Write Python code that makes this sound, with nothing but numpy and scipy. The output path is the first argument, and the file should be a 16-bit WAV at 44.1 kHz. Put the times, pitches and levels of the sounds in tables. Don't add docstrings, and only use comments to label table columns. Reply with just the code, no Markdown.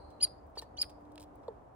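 import sys
import numpy as np
from scipy import signal
from scipy.fft import rfft, irfft, next_fast_len
from scipy.io import wavfile
from scipy.ndimage import uniform_filter1d, map_coordinates

SR = 44100
rng = np.random.default_rng(int(sys.argv[2]) if len(sys.argv) > 2 else 0)


def bounce(signal):
    frames = np.transpose(np.atleast_2d(signal))
    limited = np.clip(frames, -1, 1)
    pcm = np.round(limited * 32767).astype(np.int16)
    wavfile.write(sys.argv[1], SR, pcm)


N = 77175


def squeaks():
    # time_s, pitch_hz, level_db, overtones_db, rasp_db (last two against the main tone)
    calls = [
        [(.203, 2774, -59, -22.5, -3), (.2075, 3070, -52.5, -24, -7.5), (.209, 4280, -44, -37, -17.5),
         (.2135, 4440, -36.5, -31, -22.5), (.218, 4830, -39, -24.5, -20.5), (.2235, 5110, -48, -16, -8.5),
         (.2255, 4910, -32, 2, -15.5), (.232, 4798, -23.5, -3, -20.5), (.239, 4880, -26.5, 2.5, -17),
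         (.2485, 4714, -26, -3.5, -19), (.2512, 4110, -29, -22, -27), (.2535, 3880, -48, -25, -12)],
        [(.575, 4610, -65, -27, -14), (.5765, 4556, -43, -22, -17.5), (.586, 4543, -40.5, -26, -18),
         (.589, 4584, -42.5, -32, -4.5), (.5935, 4623, -44, -9, -7.5), (.5975, 4080, -40, -43, -20.5),
         (.5995, 3800, -47, -24, 4.5)],
        [(.769, 2910, -62.5, 2.5, -5.5), (.7745, 3066, -55, -0.5, -19.5), (.7765, 3173, -43.5, -18, -15),
         (.7785, 4453, -51.5, -37, -12), (.79, 4588, -37, -38, -24), (.797, 4844, -39.5, -28.5, -33.5),
         (.803, 4845, -35.5, -31, -39.5), (.808, 5060, -42, -25.5, -13.5), (.8132, 5180, -53, -14.5, -3),
         (.8152, 5170, -27.5, -10.5, -20), (.82, 4833, -22.5, -17, -32), (.823, 4794, -32.5, -6, -19.5),
         (.829, 4530, -31.5, -19.5, -21.5), (.832, 1940, -54, -15, -1), (.837, 1090, -56.5, -7.5, -5)],
    ]
    thirds = [-24.5, -10, -11.5]
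    toward_trees = [-4.5, 11, 7.5]
    undertones = [-34.5, -23]
    # pitch_hz, level_db
    rasp = [(1400, -21), (2500, -3), (4600, 6), (5600, -21.5), (6500, -19.5), (7200, -14.5), (8200, -14.5),
            (9500, -3.5), (12500, -20), (14500, -10.5), (16500, -28.5)]
    jitter_share, shakes_per_s, flutter_rad = .0073, 900, .6
    out = np.zeros((2, N))
    for rows, third_db, trees_db in zip(calls, thirds, toward_trees):
        hz, level_db, over_db, rasp_db = curves(rows)
        phase = 2 * np.pi * np.cumsum(hz * (1 + jitter_share * wobble(shakes_per_s))) / SR
        third = amp(third_db + 2 * wobble(shakes_per_s)) * np.sin(3 * phase)
        over = np.sqrt(2) * amp(over_db) * (np.sin(2 * phase) + third)
        under = sum(amp(db) * np.sin((k + .5) * phase + flutter_rad * wobble(shakes_per_s))
                    for k, db in enumerate(undertones))
        voice = np.sqrt(2) * (np.sin(phase) + under) + amp(rasp_db) * noise(rasp)
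        out += within(rows) * amp(level_db) * np.array([voice + over, voice + amp(trees_db) * over])
    return out


def claws():
    # start_s, level_db, brightness_db_per_octave, fade_s
    scratches = [(.1, -65.5, 1, 0.072), (.268, -53.5, -7.5, .04), (.464, -73, 12, 0.041),
                 (.498, -76, 15, .04), (0.551, -61, -3.5, 0.15), (0.589, -43.5, -0.5, .024),
                 (0.614, -49.5, -1.5, 0.067), (0.8385, -45, -11, .032), (0.893, -56.5, 0, 0.067),
                 (1.004, -75, 7, .04), (1.051, -69, -2, .035), (1.117, -63.5, 2.5, 0.028),
                 (1.156, -54, -1, 0.017), (1.1778, -44.5, -6.5, 0.019), (1.1971, -51.5, 0, 0.026),
                 (1.2058, -49, 2.5, 0.019), (1.2156, -52.5, 3, 0.027), (1.226, -53, 1, 0.021),
                 (1.2339, -57.5, 0.5, .039), (1.354, -63.5, 10.5, .031), (1.43, -69.5, -6.5, .08)]
    # pitch_hz, level_db
    scrape = [(1500, -11), (3800, 2), (5500, 1.5), (6700, -7), (8700, -4.5), (10500, -4.5), (12300, -10),
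              (15000, -6), (16500, -18.5)]
    rise_share, grain_db = .035, 3.5
    out = np.zeros(N)
    for start_s, level_db, brightness, fade_s in scratches:
        colour = lambda hz: amp(along(scrape, hz) + brightness * np.log2(np.maximum(hz, scrape[0][0])))
        grains = rng.standard_normal(N) * amp(grain_db * wobble(1600))
        envelope = strike(start_s, rise_share * fade_s, fade_s)
        out += amp(level_db) * envelope * unit(filtered(grains, colour))
    return out


def knocks():
    # start_s, level_db, brightness_db_per_octave, ring_share (scales the thud's times)
    footfalls = [(.571, -36, 7, 0.408), (0.621, -44.5, 11.5, 0.69), (1.48, -28, -3.5, 1)]
    # pitch_hz, level_db, full_fade_s
    notes = [(408.3, -20.5, 0.14), (438.6, 0, 0.053), (862, -1, 0.031), (955, -19, 0.033),
             (1780, -34, 0.074)]
    # pitch_hz, level_db
    tick_colour = [(2300, -14), (3100, 5), (4400, 7.5), (5600, -19), (8000, -11.5), (12000, -22)]
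    sharp_hz, full_settle_s, full_rise_s, tick_db = 583, .0028, .0056, -26
    t, out = np.arange(N) / SR, np.zeros(N)
    for start_s, level_db, brightness, ring_share in footfalls:
        age = np.maximum(t - start_s, 0)
        settle_s = full_settle_s * ring_share
        extra_cycles = sharp_hz * settle_s * (1 - np.exp(-age / settle_s))
        boards = np.zeros(N)
        for hz, note_db, full_fade_s in notes:
            gain = 2 * amp(note_db + brightness * np.log2(hz / notes[1][0]))
            envelope = strike(start_s, full_rise_s * ring_share, full_fade_s * ring_share)
            boards += gain * envelope * np.sin(2 * np.pi * (hz * age + extra_cycles))
        tick = amp(tick_db) * noise(tick_colour) * strike(start_s, rise_s=.00054, fade_s=.02)
        out += amp(level_db) * (boards + tick)
    return out


def from_the_box(sound):
    # pitch_hz, lead_rad
    lead = [(700, .6), (2700, -.9), (4800, -2.3), (5500, -1.9), (6100, -2.7), (7200, -1.3), (8500, 0),
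            (12300, 3.1), (15500, 6.2)]
    # pitch_hz, level_db
    balance = [(500, -2.5), (1200, 0), (2700, -6), (4600, .7), (5200, .5), (7400, -5), (9500, 0)]
    sides = np.array([[.5], [-.5]])
    response = lambda hz: amp(sides * along(balance, hz)) * np.exp(1j * sides * along(lead, hz))
    return filtered(sound, response)


def tree_echo(sound):
    # pitch_hz, fade_s
    fades = [(400, 0.44), (4800, 0.31), (10000, 0.21), (15000, 0.24)]
    branches_db, scatter_db, scatter_fade_s = -24.5, -18, .067
    hz, t, bands = signal.stft(rng.standard_normal((2, SR // 2)), SR, nperseg=256)
    tail = signal.istft(bands * fade(t, along(fades, hz)[:, None]), SR, nperseg=256)[1]
    early = rng.standard_normal(tail.shape) * fade(np.arange(tail.shape[1]) / SR, scatter_fade_s)
    branches = amp(branches_db) * tail / np.linalg.norm(tail[0])
    scatter = amp(scatter_db) * early / np.linalg.norm(early[0])
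    return signal.fftconvolve(sound[None], branches + scatter, axes=1)[:, :N]


def fading_ring():
    # time_s, pitch_hz, level_db
    tone = [(.02, 4210, -73), (.12, 4135, -75.5), (.21, 4090, -80)]
    haze_hz, haze_db, fall_db_per_s, octave_db = 4400, -71, 85.5, -11
    t = np.arange(N) / SR
    hz, level_db = curves(tone)
    wide = lambda phase, width_hz: np.array([blurred_tone(phase, width_hz) for _ in range(2)])
    phase = 2 * np.pi * haze_hz * t
    haze = wide(phase, width_hz=920) + amp(octave_db) * wide(2 * phase, width_hz=920)
    thin = wide(2 * np.pi * np.cumsum(hz) / SR, width_hz=120)
    return amp(haze_db - fall_db_per_s * t) * haze + within(tone) * amp(level_db) * thin


def distant_air():
    # time_s, level_db
    levels = [(0, -54), (.15, -53.5), (1.25, -54), (1.75, -56.5)]
    # pitch_hz, level_db
    rumble = [(25, -23.5), (50, -2.5), (120, -6), (170, -13.5), (240, -10), (340, -10.5), (480, -9.5),
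              (700, -6.5), (1000, -12.5), (1400, -23), (4500, -63.5)]
    # pitch_hz, level_db
    hiss = [(1500, 0.5), (2400, -5.5), (4000, -14), (7000, -17.5), (10500, -19), (12500, -31.5),
            (14500, -20), (16000, -38)]
    hiss_db = -26.5
    level_db, = curves(levels)
    gain = amp(level_db + .63 * wobble(5.5))
    return gain * (stereo_noise(rumble, low_hz=15) + amp(hiss_db) * stereo_noise(hiss, low_hz=1500))


def hum():
    # time_s, level_db
    levels = [(0, -69.5), (.12, -63), (.55, -69), (1.15, -58), (1.42, -66.5), (1.65, -86.5)]
    pitch_hz, waver_hz = 296.4, 1.4
    level_db, = curves(levels)
    gain = np.sqrt(2) * amp(level_db + wobble(2.2))
    return gain * np.sin(2 * np.pi * np.cumsum(pitch_hz + waver_hz * wobble(9.9)) / SR)


def drone():
    pitch_hz, start_db, fall_db_per_s = 66.4, -60.5, 4.5
    t = np.arange(N) / SR
    return amp(start_db - fall_db_per_s * t) * blurred_tone(2 * np.pi * pitch_hz * t, width_hz=20)


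def stereo_noise(spectrum, low_hz):
    # pitch_hz, likeness (1 = the same)
    likeness = [(60, 0.89), (130, 0.84), (300, 0.4), (700, 0), (10000, 0.06)]
    spread = lambda hz: np.arccos(np.clip(along(likeness, hz), -1, 1)) / 2
    colour = lambda hz: amp(along(spectrum, hz)) * hz ** 2 / (hz ** 2 + low_hz ** 2)
    response = lambda hz: colour(hz) * [np.cos(spread(hz)), np.sin(spread(hz))]
    mid, side = filtered(rng.standard_normal((2, N)), response)
    return unit(np.array([mid + side, mid - side]))


def noise(spectrum):
    return unit(filtered(rng.standard_normal(N), lambda hz: amp(along(spectrum, hz))))


def blurred_tone(phase, width_hz):
    return wobble(width_hz) * np.sin(phase) + wobble(width_hz) * np.cos(phase)


def strike(start_s, rise_s, fade_s):
    age = np.maximum(np.arange(N) / SR - start_s, 0)
    return (1 - np.exp(-(age / rise_s) ** 2)) * fade(age, fade_s)


def fade(t, fade_s):
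    return np.exp(-np.log(1000) * t / fade_s)


def amp(db):
    return 10 ** (np.asarray(db) / 20)


def unit(x):
    return x / np.sqrt(np.mean(x ** 2) + 1e-20)


def along(points, hz):
    pitches, values = np.transpose(points)
    return np.interp(np.log(hz + 1), np.log(pitches + 1), values)


def curves(rows):
    times, *columns = np.transpose(rows)
    return [np.interp(np.arange(N) / SR, times, column) for column in columns]


def within(rows):
    t = np.arange(N) / SR
    return uniform_filter1d(((t >= rows[0][0]) & (t <= rows[-1][0])) * 1., size=40)


def wobble(rate):
    return map_coordinates(rng.standard_normal(int(N * rate / SR) + 4), [np.arange(N) * rate / SR])


def filtered(x, response):
    size = next_fast_len(N + SR // 2)
    return irfft(rfft(x, size) * response(np.fft.rfftfreq(size, 1 / SR)), size)[..., :N]


def scene():
    forward, to_trees = squeaks() + claws() + knocks()
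    squirrel = from_the_box(forward) + tree_echo(to_trees)
    return squirrel + fading_ring() + distant_air() + hum() + drone()


def record(dry):
    top_hz = 16600
    return filtered(dry, lambda hz: hz < top_hz)


dry = scene()
out = record(dry)
bounce(out)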